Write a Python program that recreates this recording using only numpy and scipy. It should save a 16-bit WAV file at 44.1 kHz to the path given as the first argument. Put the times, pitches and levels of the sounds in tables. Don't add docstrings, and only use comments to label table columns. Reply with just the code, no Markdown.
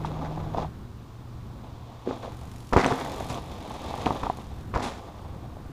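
import sys
import numpy as np
from scipy import signal
from scipy.fft import rfft, irfft, next_fast_len
from scipy.io import wavfile
from scipy.ndimage import uniform_filter1d, map_coordinates

SR = 44100
rng = np.random.default_rng(int(sys.argv[2]) if len(sys.argv) > 2 else 0)


def wrap_up_sound(samples):
    columns = np.atleast_2d(samples).T
    tamed = np.clip(columns, -1, 1)
    steps = np.round(tamed * 32767).astype(np.int16)
    wavfile.write(sys.argv[1], SR, steps)


N = 252233

# time in seconds, level in dB before a slow random drift.
RUMBLE_LEVEL = [(0, -36), (.7, -44), (1.5, -44), (2.7, -43.5), (3.3, -40.5), (5.72, -40.5)]
# frequency in Hz, relative density in dB per Hz.
RUMBLE_SPECTRUM = [(20, -7), (40, -4.5), (68, 1.5), (110, -1), (170, -6.5), (250, -11), (330, -13),
                   (600, -25.5), (1500, -30.5), (4000, -53.5)]
HISS_SPECTRUM = [(200, -9.5), (1100, 10.5), (1700, -6.5), (3600, -4), (7000, -12.5), (9600, -18.5),
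                 (10050, -14), (10600, -23), (12500, -38), (15000, -20)]
# start in seconds, end in seconds, mean pitch in Hz, level in dB.
ENGINE_SPANS = [(0, 0.677, 156.1, -37.5), (.675, 2.72, 118.6, -46.5), (2.72, 3.38, 135, -46)]
# frequency in Hz, time to decay by 60 dB (t60) in seconds.
TREE_DECAY = [(150, 1), (1000, 0.1), (4000, 0.98), (12000, 0.95)]
# time in seconds, relative level in dB.
COASTING_LEVEL = [(1.8, -70), (2.35, -53.5), (2.7, -51), (3.0, -42.5), (3.37, -46), (3.39, -50.5),
                  (4.1, -49.5), (4.5, -58), (5.7, -65)]
# frequency in Hz, relative density in dB per Hz.
RATCHET_SPECTRUM = [(3000, -4), (5500, -8), (7000, -6.5), (7700, -11.5), (8500, -6.5), (9400, -17),
                    (10250, -7), (11000, -14), (12300, -14), (15000, -18)]
# time in seconds, level in dB, frequency of the favoured modes in Hz.
CHAIN_SLAPS = [(2.735, -34.5, 2160), (2.784, -31, 2250), (2.8454, -28, 2360), (2.8634, -19, 4750),
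               (3.344, -28, 4500), (4.0602, -22.5, 3180), (4.235, -42, 3030), (4.742, -43, 2360)]
# frequency in Hz, relative level in dB, t60 in seconds.
CHAIN_MODES = [(1840, 24.5, 0.003), (2450, 10.5, 0.0052), (3270, 4.5, 0.0058), (4020, -6.5, 0.018),
               (6090, 0.5, 0.016), (8240, 13, 0.0093)]
# frequency in Hz, relative density in dB per Hz.
CLATTER_SPECTRUM = [(700, -17), (1250, 2), (2000, 0), (2600, -10.5), (3300, -21), (4500, -14),
                    (7000, -21.5), (15000, -47)]
# time in seconds, thump level in dB, thump pitch in Hz,
# wheel ring level in dB.
LANDING_THUDS = [(2.074, -44, 110, -28.5), (2.732, -12.5, 38, -35), (2.765, -10.5, 75, -22),
                 (2.859, -31, 95, -27), (2.917, -21, 124, -32), (3.302, -25, 120, -50),
                 (4.063, -25, 89.4, -39), (4.235, -22, 48.7, -62), (4.738, -23, 42.3, -44),
                 (4.758, -14.5, 57, -36)]
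# frequency in Hz, relative level in dB, t60 in seconds.
WHEEL_MODES = [(260, 0, .28), (285, -5, .15), (372, 0, .16), (465, -1, .16)]
# start in seconds,
# end in seconds, first drumming level in dB, last drumming level in dB, leaves relative to it in dB,
# t60 afterwards in seconds.
ROLLING_STRETCHES = [(0, .668, -39, -44, -17, 0.029), (0.69, 2.24, -64.5, -45, -13.5, 2.12),
                     (2.74, 3.39, -33, -38, -13, 0.13), (3.375, 4.08, -44.5, -34.5, -11.5, 1.65),
                     (4.733, 5.715, -40, -53, -18, .3)]
# time in seconds, hold in seconds,
# drumming level in dB, rattle level in dB.
TYRE_LOADS = [(0.031, 0.015, -43, -43), (.21, .035, -36.5, -68), (0.248, 0.015, -40.5, -39),
              (.315, 0.019, -39, -67), (.372, 0.033, -39, -71), (0.536, 0.029, -37, -71),
              (0.571, 0.057, -33, -61), (2.06, 0.082, -39, -63), (2.229, 0.015, -34.5, -55),
              (2.727, 0.012, -25.5, -23), (2.766, 0.16, -25, -28.5), (2.985, 0.12, -46, -46.5),
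              (3.3, 0.037, -36.5, -49), (4.054, 0.077, -31.5, -47), (4.23, 0.032, -33.5, -40.5),
              (4.745, 0.13, -32, -36.5)]
# time in seconds, level in dB, pitch in Hz,
# blunt push relative to the ring in dB.
WHEEL_KNOCKS = [(.047, -14, 890, -15), (.377, -23, 710, 2), (.546, -13, 710, -18), (.583, -14, 790, -6),
                (.646, -20.5, 750, -1), (2.0743, -17.5, 320, -4), (2.082, -30, 403, -15),
                (2.110, -18.5, 420, 3.5), (2.237, -36, 640, 15.5), (2.278, -22.5, 540, -12),
                (2.726, -19.5, 1020, 9), (2.734, -12, 1300, 0), (2.738, -16, 710, 9),
                (2.7638, -7.5, 970, 7.5), (2.7742, -10.5, 373, 1.5), (2.779, -5.5, 840, -22),
                (2.794, -10, 1080, 4), (2.861, -14.5, 746, 8.5), (2.916, -13, 1030, -12),
                (2.923, -10, 1050, -14), (3.207, -20, 570, 3), (3.939, -17, 825, -31),
                (4.067, -17, 740, 11.5), (4.1066, -10.5, 880, 1.5), (4.233, -15, 1045, -3),
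                (4.267, -16, 890, -15), (4.299, -9.5, 766, -1.5), (4.387, -30, 820, 5),
                (4.739, -19, 1100, 0), (4.76, -11, 1014, -2), (4.767, -23, 695, 7), (4.782, -18, 670, -11),
                (5.569, -32.5, 605, 2)]
# time in seconds, leaves level in dB, grit level in dB,
# t60 in seconds.
TYRE_SCUFFS = [(.05, -50, -52, 0.17), (2.075, -58, -77, 0.41), (2.225, -59, -67, 0.34),
               (2.86, -68, -43.5, .39), (3.295, -63, -41, 0.19), (4.823, -45, -38.5, 0.46)]
# frequency in Hz, relative density in dB per Hz.
TYRE_SPECTRUM = [(110, -18), (190, -7), (255, 4), (350, -8), (450, -2), (530, -2.5), (620, -2), (760, -3.5),
                 (950, -2.5), (1200, -10), (1600, -25.5), (2600, -41.5), (5000, -60)]
LEAF_SPECTRUM = [(880, -17), (1500, -8), (1740, -5), (2460, -3.5), (3030, -5.5), (3510, 0), (4370, -8),
                 (6150, -14), (7000, -15), (9100, -40), (15400, -120)]
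GRIT_SPECTRUM = [(2500, 7), (3600, 1.5), (5000, 3.5), (7200, 1), (9000, -5.5), (10600, -4.5), (11500, -12),
                 (15000, -30)]

TOP_HZ = 15350
RELEASE_T60_S, RELEASE_PER_HOLD = 0.12, 0.83
RATTLE_T60_PER_HOLD = 4.75
LOAD_LEAVES_DB = -19
STONES_PER_S, STONE_HZ, STONE_PUSH_DB = 16, 682, -11
STONE_DB, STONE_SPREAD_DB, STONE_SPREAD_OCTAVES = -0.5, 11, 0.79
THUD_T60_S = 0.071
KNOCK_T60_S, DAMPING_DB = 0.019, -20
ATTACK_S, HARD_DB = 0.00086, -30
SCUFF_RISE_S = 0.0019


def amp(db):
    return 10 ** (np.asarray(db) / 20)


def unit(x):
    return x / np.sqrt(np.mean(x ** 2) + 1e-20)


def along(points, hz):
    f, value = np.transpose(points)
    return np.interp(np.log(hz + 1), np.log(f), value)


def curve(rows, axis=1):
    rows = np.asarray(rows)
    return np.interp(np.arange(N) / SR, rows[:, 0], rows[:, axis])


def wobble(rate):
    knots = rng.standard_normal(int(N * rate / SR) + 4)
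    return map_coordinates(knots, [np.arange(N) * rate / SR])


def coloured(x, spectrum):
    m = 2 * next_fast_len(N)
    gain = amp(along(spectrum, np.fft.rfftfreq(m, 1 / SR)))
    cepstrum = irfft(np.log(gain + 1e-6))
    cepstrum[1:m // 2] *= 2
    cepstrum[m // 2 + 1:] = 0
    response = np.exp(rfft(cepstrum))
    return unit(irfft(rfft(x, m) * response, m)[:N])


def grains(rate, spread_db):
    size = np.clip(rng.standard_normal(N), -2, 1.5)
    happens = rng.random(N) < rate / SR
    return happens * rng.choice([-1, 1], N) * amp(spread_db * size)


def damped(hz, t60):
    t = np.arange(SR // 2) / SR
    return np.sin(2 * np.pi * hz * t) * np.exp(-np.log(1000) * t / t60)


def ring(modes, scatter_db):
    total = 0
    for hz, db, t60 in modes:
        strength = amp(db + scatter_db * rng.standard_normal()) * rng.choice([-1, 1])
        total = total + strength * damped(hz, t60)
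    return total


def add(track, s, sound):
    start = round(s * SR)
    track[start:start + len(sound)] += sound[:N - start]


def fade(s, db, t60, rise_s):
    t = np.maximum(np.arange(N) / SR - s, 0)
    return amp(db) * (1 - np.exp(-t / rise_s)) * np.exp(-np.log(1000) * t / t60)


def held(s, hold_s, db, t60):
    t = np.maximum(np.arange(N) / SR - s, 0)
    attack_s = ATTACK_S * amp(HARD_DB - db)
    release = np.exp(-np.log(1000) * np.maximum(t - hold_s, 0) / t60)
    return amp(db) * (1 - np.exp(-t / attack_s)) * release


def trees(x):
    _, t, z = signal.stft(rng.standard_normal(SR // 2), SR, nperseg=256)
    hz = np.arange(len(z)) * SR / 256
    decay = np.exp(-np.log(1000) * t / along(TREE_DECAY, hz)[:, None])
    tail = signal.istft(z * decay, SR, nperseg=256)[1]
    delayed = np.pad(x, (130, 0))
    return signal.fftconvolve(delayed, tail / np.linalg.norm(tail))[:N]


def nearby(x, echo_db, reach_s=.012, count=7):
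    out = x.copy()
    for delay, side in rng.random((count, 2)):
        add(out, 0.0009 + reach_s * delay, amp(echo_db) * np.sign(side - .5) * x)
    return out / np.sqrt(1 + count * amp(2 * echo_db))


def woods():
    rumble_gain = amp(curve(RUMBLE_LEVEL) - 0.24 + 2.2 * wobble(4))
    rumble = coloured(rng.standard_normal(N), RUMBLE_SPECTRUM) * rumble_gain
    hiss = coloured(rng.standard_normal(N), HISS_SPECTRUM) * amp(-57)
    whine_hz = 13905 + 14 * wobble(90)
    whine = unit(np.sin(2 * np.pi * np.cumsum(whine_hz) / SR)) * amp(-79)
    return rumble + hiss + whine


def drone():
    out, t = np.zeros(N), np.arange(N) / SR
    for start, end, hz, db in ENGINE_SPANS:
        phase = 2 * np.pi * np.cumsum(hz * (1 + 0.0031 * wobble(6.5))) / SR
        harmonics = np.sin(phase) + amp(-14.5) * np.sin(2 * phase)
        tone = unit(harmonics * amp(0.27 * wobble(12)))
        gate = uniform_filter1d(((t >= start) & (t < end)) * 1., size=400)
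        out += amp(db) * tone * gate
    return out


def freehub():
    teeth_per_s = 45 * (1 + .08 * wobble(20))
    teeth = np.diff(np.floor(np.cumsum(teeth_per_s) / SR), prepend=0)
    strikes = teeth * amp(2.5 * rng.standard_normal(N))
    decay = np.exp(-1 / (.004 * SR))
    chatter = signal.lfilter([1], [1, -decay], strikes) * rng.standard_normal(N)
    ticks = coloured(chatter, RATCHET_SPECTRUM)
    return unit(ticks + 0.83 * trees(ticks)) * amp(curve(COASTING_LEVEL) - 6)


def chain(width_octaves=0.46):
    shaking = sum(fade(s, db, RATTLE_T60_PER_HOLD * hold_s, rise_s=0.00022)
                  for s, hold_s, _, db in TYRE_LOADS)
    out = coloured(grains(460, spread_db=3.5), CLATTER_SPECTRUM) * shaking
    for s, db, bright_hz in CHAIN_SLAPS:
        modes = [(hz, level - 8 * (np.log2(hz / bright_hz) / width_octaves) ** 2, t60)
                 for hz, level, t60 in CHAIN_MODES]
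        add(out, s, amp(db) * ring(modes, scatter_db=2.5))
    return out


def thuds():
    out = np.zeros(N)
    for s, db, hz, ring_db in LANDING_THUDS:
        boom = ring(WHEEL_MODES, scatter_db=1.5)
        add(out, s, amp(ring_db) * boom - amp(db) * damped(hz, THUD_T60_S))
    return out


def contact():
    t = np.arange(N) / SR
    drumming = sum(held(s, hold_s, db, RELEASE_T60_S + RELEASE_PER_HOLD * hold_s)
                   for s, hold_s, db, _ in TYRE_LOADS)
    crushing = drumming * amp(LOAD_LEAVES_DB)
    for start, end, first_db, last_db, leaves_db, t60 in ROLLING_STRETCHES:
        level_db = np.interp(t, [start, end], [first_db, last_db])
        roll = held(start, end - start, level_db, t60)
        drumming = np.hypot(drumming, roll)
        crushing = np.hypot(crushing, roll * amp(leaves_db))
    return drumming, crushing


def stones(drumming):
    at = np.flatnonzero(rng.random(N) < STONES_PER_S / SR)
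    size, pitch = rng.uniform(-1.14, 1, (2, N))[:, at]
    levels = 20 * np.log10(drumming[at] + 1e-9) + STONE_DB + STONE_SPREAD_DB * size
    pitches = STONE_HZ * 2 ** (STONE_SPREAD_OCTAVES * pitch)
    return [(i / SR, db, hz, STONE_PUSH_DB) for i, db, hz in zip(at, levels, pitches)]


def knocks(hits, drumming, contact_s=0.00026, clack_hz=2200, clack_db=-9, clack_t60=0.00087):
    out, t = np.zeros(N), np.arange(SR // 2) / SR
    push = np.exp(-(t / contact_s - 2) ** 2)
    swell = 1 - np.exp(-t / 0.00064)
    for (s, db, hz, push_db), scatter in zip(hits, rng.standard_normal(N)):
        free = 1 / (1 + drumming[round(s * SR)] / amp(DAMPING_DB))
        t60 = KNOCK_T60_S * free
        clack = (1 - free) * damped(clack_hz * np.exp(0.12 * scatter), clack_t60)
        hollow = (damped(hz, t60) + 0.48 * damped(hz * 1.282, t60)) * swell
        add(out, s, amp(db + push_db) * (push + amp(clack_db) * clack))
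        add(out, s + 3 * contact_s, -amp(db) * hollow)
    return out


def tyres(drumming, crushing, grit_db=-11):
    clumps = wobble(70)
    impacts = grains(1800, spread_db=4.0) * amp(1.7 * clumps)
    drum = nearby(coloured(impacts, TYRE_SPECTRUM), echo_db=-18)
    crunch = coloured(grains(2800, spread_db=4.5) * amp(1.5 * clumps), LEAF_SPECTRUM)
    spray = coloured(grains(5000, spread_db=3) * amp(clumps), GRIT_SPECTRUM)
    leaf_gain = crushing + sum(fade(s, db, t60, SCUFF_RISE_S) for s, db, _, t60 in TYRE_SCUFFS)
    grit_gain = crushing * amp(grit_db) + sum(fade(s, db, t60, SCUFF_RISE_S) for s, _, db, t60 in TYRE_SCUFFS)
    return drum * drumming + crunch * leaf_gain + spray * grit_gain


def scene():
    drumming, crushing = contact()
    blows = knocks(list(WHEEL_KNOCKS) + stones(drumming), drumming) + chain()
    echoed_blows = nearby(blows, echo_db=-21.5) + amp(-20.5) * trees(blows)
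    bike = echoed_blows + thuds() + tyres(drumming, crushing) + freehub()
    return (bike + drone() + woods())[None]


def record(dry):
    m = next_fast_len(N + SR // 2)
    keep = np.fft.rfftfreq(m, 1 / SR) < TOP_HZ
    return irfft(rfft(dry, m) * keep, m)[:, :N]


dry = scene()
out = record(dry)
wrap_up_sound(out)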